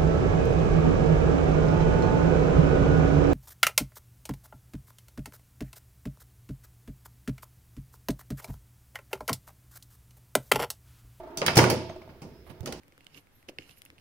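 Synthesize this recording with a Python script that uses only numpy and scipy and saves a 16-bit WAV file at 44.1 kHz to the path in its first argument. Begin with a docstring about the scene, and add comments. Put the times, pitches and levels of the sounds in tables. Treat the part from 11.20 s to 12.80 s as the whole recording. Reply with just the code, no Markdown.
"""A bare room, a small tabletop football game, two microphones. Over faint room air the ball,
resonances shaken by noise, rumbles and hops on the hollow playfield. Plastic men clack and steel
rods bang into their stops: banded noise bursts with room tails, plus ringing cabinet and rod modes.
One slam also rings the table. Decaying sines make the pings and the thumps and cracks of the hits;
shaped hiss makes the sliding rods, and damped low pushes with dry ticks the bumps of a handle."""
import sys
import numpy as np
from scipy import signal
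from scipy.fft import irfft
from scipy.io import wavfile

SR = 44100
rng = np.random.default_rng(int(sys.argv[2]) if len(sys.argv) > 2 else 0)


def to_wav(sig):
    """Store sig (one row per channel, or 1-D mono) as 16-bit WAV at the path in sys.argv[1].

    Samples outside -1..1 are clipped; the rate is SR.
    """
    pcm = np.clip(np.atleast_2d(sig), -1, 1) * 32767
    pcm = np.round(pcm).astype(np.int16)
    wavfile.write(sys.argv[1], SR, pcm.T)  # frames by channels


N = 70560  # samples, 1.6 s
RING = np.arange(36000) / SR  # time axis of one event, s

# In every table and setting a positive left-right level is louder on the left.
# likeness of the two microphones: f/Hz, correlation
LIKENESS = [(60, 1), (250, 0.89), (500, 0.93), (1000, 0.44), (2500, 0.019), (8000, 0), (14000, 0.14)]
# treble balance of the two microphones: f/Hz, left-right level/dB
MIC_BALANCE = [(1000, 0.5), (2000, 1), (5500, -7), (9000, -0.5), (14000, 4.5)]
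BASS_PAN = 0.98  # share of the left-right level that the low parts take
RECORDER_TOP_HZ = 15900

# background air of the room: f/Hz, level/dB per Hz
AIR_COLOUR = [(15, -2), (28, -37), (42, -8.5), (60, 3), (85, -3.5), (280, -16.5), (400, -5), (800, -31),
              (1600, -24.5), (5000, -33), (7500, -43), (16000, -34)]
AIR_DB = -53.5

# rods sliding in their bearings: t/s, length/s, level/dB, left-right level/dB
SLIDES = [(1.257, 0.037, -55, -20), (1.289, 0.037, -51, -22)]
# colour of the sliding hiss: f/Hz, level/dB per Hz
SLIDE_COLOUR = [(500, 11.5), (1400, 6), (3000, 2), (7000, -14), (11000, -1.5), (16000, -13)]
# one rod singing as it slides, a single row: t/s, length/s, f/Hz, level/dB
ROD_SONG = (1.11, .16, 5200, -70)
SONG_WIDTH_HZ = 320  # of each of two resonances in a row

# dry bumps of a handle on the cabinet: t/s, push level/dB, tick level/dB, tick left-right level/dB
BUMPS = [(1.4063, -29.5, -45.5, -16), (1.297, -41, -57, -20)]
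# colour of the tick: f/Hz, level/dB per Hz
TICK_COLOUR = [(1000, 6), (4000, 0), (16000, -2)]
PUSH_HZ, PUSH_S, TICK_S = 95, 0.0058, 0.0025

# modes of the table under the game: f/Hz, level/dB, t60/s
TABLE_MODES = [(120.9, -15, 0.55), (238.1, -22.5, 0.63), (316, -26, 0.74), (417.8, -18, 0.39),
               (515, -28, 0.68), (872, -27.5, 0.59), (951, -22, 0.48)]
SLAM_S, TABLE_RISE_S = 0.3685, 0.024

# pings of steel parts, each at its own pitch: t/s, f/Hz, level/dB
PINGS = [(0.1744, 4530, -37), (0.1738, 5970, -40), (.266, 3950, -35), (0.264, 4740, -31),
         (.369, 5184, -24.5), (.5, 4520, -31), (.5, 5020, -35.5), (.694, 6330, -60)]
PING_T60_S, PING_SPLIT_HZ = 0.15, 38

# resonances of the hollow playfield: f/Hz, width/Hz, level/dB
PLAYFIELD = [(357.7, 33, 0.5), (643.5, 25.8, 0), (883, 51, -7.5), (1175, 85, -22)]
# rolling ball: t/s, level/dB
ROLL = [(0, -48), (.15, -43.5), (.6, -42), (.8, -55), (1, -60), (1.15, -59.5), (1.23, -66), (1.4, -55.5),
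        (1.5, -54.5), (1.6, -94)]
# hops of the ball: t/s, level/dB
HOPS = [(0, -42), (0.033, -43), (0.072, -44), (0.105, -44), (0.611, -49), (.644, -44), (0.697, -37.5),
        (0.759, -40.5), (.874, -48)]
HOP_RISE_S, HOP_GRIT, HOP_TILT_DB_PER_OCTAVE = 0.0019, 0.18, 7.5

# short damped resonances of the hits, from low thumps to sharp cracks: t/s, f/Hz, level/dB, rise/s
HIT_RESONANCES = [(0.2157, 1217, -30.5, 0.0042), (.2205, 539, -28, 0.0035), (0.2823, 1400, -18, 0.00079),
                  (.2803, 3330, -14.5, 0.00076), (.369, 133, -12.5, 0.0059), (.381, 327, -16, 0.0097),
                  (0.4395, 1472, -20, 0.0024), (1.46, 1290, -39.5, 0.0025)]
HIT_LAG_S, HIT_PAN_DB = 0.0001, -2.5

# knocks of rods, men and ball: t/s, then level/dB of thud, body, clack, click and edge,
# then left-right level/dB
KNOCKS = [(0.1726, -40, -39, -42, -30.5, -33.5, -1.5), (0.2162, -33, -26.5, -24.5, -36, -70, -0.5),
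          (0.2626, -28, -61, -23.5, -26.5, -23, -3.5), (0.2807, -33, -28.5, -19.5, -26, -86, -2),
          (0.3545, -36, -27.5, -31, -28, -27.5, 0.5), (0.368, -21, -23, -18.5, -24, -17.5, -1.5),
          (0.3758, -21.5, -15, -28, -12.5, -27, -1.5), (0.3864, -24, -20, -14, -25.5, -29.5, 1),
          (.415, -26.5, -20.5, -23.5, -42, -44, -13), (0.4394, -31, -28.5, -18.5, -41, -34, -6),
          (0.4997, -28, -26.5, -27, -29, -23, -2.5), (0.5105, -35.5, -21.5, -59, -55, -55, 0.5),
          (.694, -45.5, -44, -47.5, -53, -88, -3), (0.816, -55, -52, -51, -65.5, -79, 0),
          (0.8912, -46, -50.5, -53, -63.5, -101, -2), (1.0183, -37.5, -44, -49.5, -48.5, -52.5, -2),
          (1.05, -37, -44.5, -62, -69, -78, -2), (1.266, -87, -51.5, -53.5, -75, -74, -5),
          (1.299, -43, -50.5, -51, -60, -79, -3.5), (1.43, -34, -39.5, -66, -55.5, -75, -3),
          (1.4581, -45.5, -55, -37.5, -40.5, -37.5, -0.5), (1.473, -35, -33.5, -48, -35, -82, -2),
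          (1.5228, -43.5, -39.5, -42, -40, -46, -3)]
# places of those five parts in the spectrum: f/Hz
PART_HZ = [160, 450, 1600, 5800, 13000]
# only heavy knocks move the table: the deep boom falls faster than the thud, in dB per dB
BOOM_HZ, FULL_THUD_DB, BOOM_LOSS = 92, -19.5, 0.66
# colour of the plastic: f/Hz, level/dB
PLASTIC_COLOUR = [(30, -33), (70, -24), (110, 1), (180, 1.5), (350, 2.5), (900, 2), (1150, -1), (1450, -5),
                  (2500, -1.5), (4100, -5), (5000, 1.5), (6400, 2), (7300, -5), (10500, 0), (12800, -4),
                  (15300, 1)]
# decay of the cabinet rattle: f/Hz, t60/s
RATTLE_T60 = [(100, 0.027), (450, 0.015), (1800, 0.084), (6000, 0.069), (14000, 0.022)]
# decay of the room: f/Hz, t60/s (read only at octave centres, where it stays above zero)
ROOM_T60 = [(100, 0.69), (500, 0.28), (2000, 0.5), (5500, 0.7731), (9000, -0.0364), (15000, 0.1569)]
# room at the start of its tail: f/Hz, level/dB
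ROOM_LEVEL = [(100, -10), (500, -7), (2000, -12), (5500, -12.5), (14000, -9.5)]
ROOM_RISE_S, CONTACT_S = 0.0026, 0.00034
RISE_CYCLES = 0.37  # the attack lengthens toward the bass
# random narrow peaks and dips vary the rattle's colour from knock to knock
PEAK_DEPTH_DB, PEAK_SPACING_HZ = 2.8, 130
# the rattle comes in lumps
LUMP_DEPTH_DB, LUMP_S = 4.8, 0.0016
# modes of the cabinet: f/Hz, level/dB, t60/s
CABINET_MODES = [(89.3, -7, 0.8), (148.4, -0.5, 0.28), (176.1, -9.5, 0.32), (358.4, -11.5, 0.69),
                 (489.7, -12.5, 0.46), (629.2, -11.5, 0.34), (802, -9.5, 0.3), (1423, -10.5, 0.16)]
# steel rod modes: f/Hz, level/dB, t60/s
ROD_MODES = [(2450, -27, 0.7), (2617, -25, 0.71), (3055, -13, 0.18), (4894, -20, 0.45), (4880, -43, 0.93),
             (6130, -21.5, 0.26)]
ROD_FLAT, ROD_SHARP = -0.01672, 0.022  # limits of the pitch shift, as a share of the pitch


def amp(db):
    """Decibels to gain."""
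    return 10 ** (np.asarray(db) / 20)


def evened(x):
    """Scales to rms 1."""
    return x / np.sqrt(np.mean(x ** 2) + 1e-20)


def read(points, hz):
    """Reads a table along a log-frequency axis."""
    f, value = np.transpose(points)
    return np.interp(np.log(hz + 1), np.log(f + 1), value)


def sides(pan_db):
    """Left and right gains of unit mean power."""
    return evened(amp([[pan_db / 2], [-pan_db / 2]]))


def add(mix, s, sound):
    """Mixes a stereo sound in at time s, cut off at the end of the mix."""
    part = mix[:, max(round(s * SR), 0):][:, :sound.shape[1]]
    part += sound[:, :part.shape[1]]


def fade(t60):
    """Falls by 60 dB in t60 seconds."""
    return np.exp(-np.log(1000) * RING / t60)


def arch(start, length):
    """A smooth swell and fall."""
    return np.sin(np.pi * np.clip((np.arange(N) / SR - start) / length, 0, 1))


def resonate(x, hz, width_hz):
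    """One resonance, of gain 1 at its peak."""
    return signal.lfilter(*signal.iirpeak(hz, hz / width_hz, SR), x)


def phase_spread(hz):
    """Angle between the two microphones that gives their likeness at hz."""
    return np.arccos(np.clip(read(LIKENESS, hz), -1, 1))


def noise_spectrum(size):
    """Random-phase stereo spectrum, alike on both sides in the bass."""
    hz = np.fft.rfftfreq(size, 1 / SR)
    a, b = np.exp(2j * np.pi * rng.random((2, len(hz))))
    angle = phase_spread(hz) / 2
    shared, opposed = a * np.cos(angle), b * np.sin(angle)
    return hz, np.array([shared + opposed, shared - opposed])


def noise(colour):
    """Steady stereo noise of a given colour."""
    hz, z = noise_spectrum(N)
    return evened(irfft(z * amp(read(colour, hz)), N))


def room_air(pan_db=-4):
    """The quiet background of the room is steady coloured noise."""
    return amp(AIR_DB) * noise(AIR_COLOUR) * sides(pan_db)


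def sliding():
    """Rods hiss through their bearings; two resonances in a row make one sing faintly."""
    hiss = noise(SLIDE_COLOUR)
    s, length, hz, db = ROD_SONG
    tone = resonate(resonate(hiss, hz, SONG_WIDTH_HZ), hz, SONG_WIDTH_HZ)
    out = amp(db) * arch(s, length) * evened(tone)
    for s, length, db, pan_db in SLIDES:
        out += hiss * amp(db) * sides(pan_db) * arch(s, length)
    return out


def bumps():
    """A handle on the cabinet gives a damped low push and a small dry tick."""
    out = np.zeros((2, N))
    for s, push_db, tick_db, pan_db in BUMPS:
        push_shape = RING / PUSH_S * np.exp(1 - RING / PUSH_S)
        push = -push_shape * np.sin(2 * np.pi * PUSH_HZ * RING)
        tick_shape = RING / TICK_S * np.exp(1 - (RING / TICK_S) ** 2)
        tick = tick_shape * noise(TICK_COLOUR)[:, :len(RING)]
        add(out, s, amp(push_db) * push * sides(pan_db * BASS_PAN))
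        add(out, s, amp(tick_db) * tick * sides(pan_db))
    return out


def table(pan_db=-2):
    """The hardest slam rocks the wooden table, whose modes swell and then die away."""
    out = np.zeros((2, N))
    for hz, db, t60 in TABLE_MODES:
        ring = fade(t60) * (1 - np.exp(-RING / TABLE_RISE_S))
        add(out, SLAM_S, amp(db) * sides(pan_db) * ring * np.sin(2 * np.pi * hz * RING))
    return out


def pings(pan_db=-3, twin=0.99):
    """Steel rings with a close, beating pair of modes."""
    out = np.zeros((2, N))
    for s, hz, db in PINGS:
        a, b = 2 * np.pi * rng.random((2, 2, 1))  # separate phases at each microphone
        lower = np.sin(2 * np.pi * hz * RING + a)
        upper = np.sin(2 * np.pi * (hz + PING_SPLIT_HZ) * RING + b)
        add(out, s, amp(db) * sides(pan_db) * (lower + twin * upper) * fade(PING_T60_S))
    return out


def ball(pan_db=-2, top_hz=1700):
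    """Rolling grit, a low-passed noise, shakes the resonances of the playfield."""
    level = amp(np.interp(np.arange(N) / SR, *np.transpose(ROLL)))
    lowpass = signal.butter(2, top_hz, fs=SR, output="sos")
    grit = signal.sosfilt(lowpass, irfft(noise_spectrum(N)[1], N))
    drive = np.array([grit, grit * level])
    # the steady roll only sets the scale of the shaken one
    steady, shaken = sum(amp(db) * resonate(drive, hz, width) for hz, width, db in PLAYFIELD)
    return shaken / steady.std() * sides(pan_db)


def hops(pan_db=-2):
    """Each hop of the ball rings the playfield with a hollow, slightly gritty tok."""
    out = np.zeros((2, N))
    for s, hop_db in HOPS:
        for hz, width, db in PLAYFIELD:
            grit = evened(resonate(irfft(noise_spectrum(len(RING))[1]), hz, hz / 2))
            ring = (1 - np.exp(-RING / HOP_RISE_S)) * np.exp(-np.pi * width * RING)
            tilt_db = HOP_TILT_DB_PER_OCTAVE * np.log2(hz / PLAYFIELD[0][0])
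            tok = np.sin(2 * np.pi * hz * RING) + HOP_GRIT * grit
            add(out, s, amp(hop_db + db + tilt_db) * sides(pan_db) * ring * tok)
    return out


def hit_resonances():
    """Short damped resonances, low thumps to sharp cracks, reach the right microphone a little later."""
    out = np.zeros((2, N))
    for s, hz, db, rise_s in HIT_RESONANCES:
        t = np.maximum(RING - np.array([[0], [HIT_LAG_S]]), 0)
        shape = t / rise_s * np.exp(1 - t / rise_s)
        add(out, s, amp(db) * sides(HIT_PAN_DB) * shape * np.sin(2 * np.pi * hz * t))
    return out


def random_peaks(hz):
    """Random narrow peaks and dips of unit power, shallower below 2 kHz."""
    grid = np.arange(0, SR / 2, PEAK_SPACING_HZ)
    heights = np.interp(hz, grid, rng.standard_normal(len(grid)))
    return evened(amp(PEAK_DEPTH_DB * heights * np.minimum(hz / 2000, 1)))


def lumps():
    """Uneven chatter of loose parts, of unit power."""
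    grid = np.arange(0, RING[-1], LUMP_S)
    heights = np.clip(rng.standard_normal(len(grid)), -2, 2)
    return evened(amp(LUMP_DEPTH_DB * np.interp(RING, grid, heights)))


def rattle(force, pan_db):
    """A dense plastic rattle and its room tail, octave by octave."""
    hz, z = noise_spectrum(len(RING))
    colour = amp(read(PLASTIC_COLOUR, hz)) * random_peaks(hz)
    room_swell, chatter = 1 - np.exp(-RING / ROOM_RISE_S), lumps()
    out = np.zeros((2, len(RING)))
    for centre in 55 * 2. ** np.arange(9):
        octaves_off = np.clip(np.log2((hz + 1) / centre), -1, 1)
        band = np.cos(np.pi / 2 * octaves_off) ** 2
        # the scale gives the band unit power before its colour
        grain = irfft(z * band * colour) * len(RING) / np.sqrt(2 * np.sum(band ** 2))
        direct = fade(read(RATTLE_T60, centre)) * (chatter if centre > 1000 else 1)
        room = amp(read(ROOM_LEVEL, centre)) * room_swell * fade(read(ROOM_T60, centre))
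        attack = 1 - np.exp(-RING / (CONTACT_S + RISE_CYCLES / centre))
        shape = np.hypot(direct, room) * attack
        pan = read(MIC_BALANCE, centre) + pan_db * (1 if centre > 2500 else BASS_PAN)
        out += amp(read(force, centre)) * sides(pan) * shape * grain
    return out


def modes(force, pan_db):
    """The cabinet always rings at the same pitches; the rods differ slightly from knock to knock."""
    out = np.zeros((2, len(RING)))
    rods = [(hz * (1 + rng.uniform(ROD_FLAT, ROD_SHARP)), db, t60) for hz, db, t60 in ROD_MODES]
    for hz, db, t60 in CABINET_MODES + rods:
        phase = phase_spread(hz) * rng.choice([-1, 1]) * np.array([[.5], [-.5]])
        ring = fade(t60) * (1 - np.exp(-RING * hz / RISE_CYCLES))
        out += amp(db + read(force, hz)) * ring * np.sin(2 * np.pi * hz * RING + phase)
    return out * sides(pan_db * BASS_PAN)


def knocks():
    """Every knock shares the same cabinet; hard contacts are bright, heavy ones boom."""
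    out = np.zeros((2, N))
    for s, *parts_db, pan_db in KNOCKS:
        thud_db = parts_db[0]
        boom_db = thud_db + BOOM_LOSS * min(thud_db - FULL_THUD_DB, 0)
        force = [(BOOM_HZ, boom_db), *zip(PART_HZ, parts_db)]
        add(out, s, rattle(force, pan_db) + modes(force, pan_db))
    return out


def scene():
    """The game over the quiet background of the room."""
    background = room_air() + sliding() + bumps() + table()
    return background + pings() + ball() + hops() + hit_resonances() + knocks()


def record(dry):
    """The band limit of the recorder, a steep low-pass."""
    lowpass = signal.firwin(511, RECORDER_TOP_HZ, window=("kaiser", 9), fs=SR)
    return signal.oaconvolve(dry, lowpass[None], "same")


dry = scene()
out = record(dry)
to_wav(out)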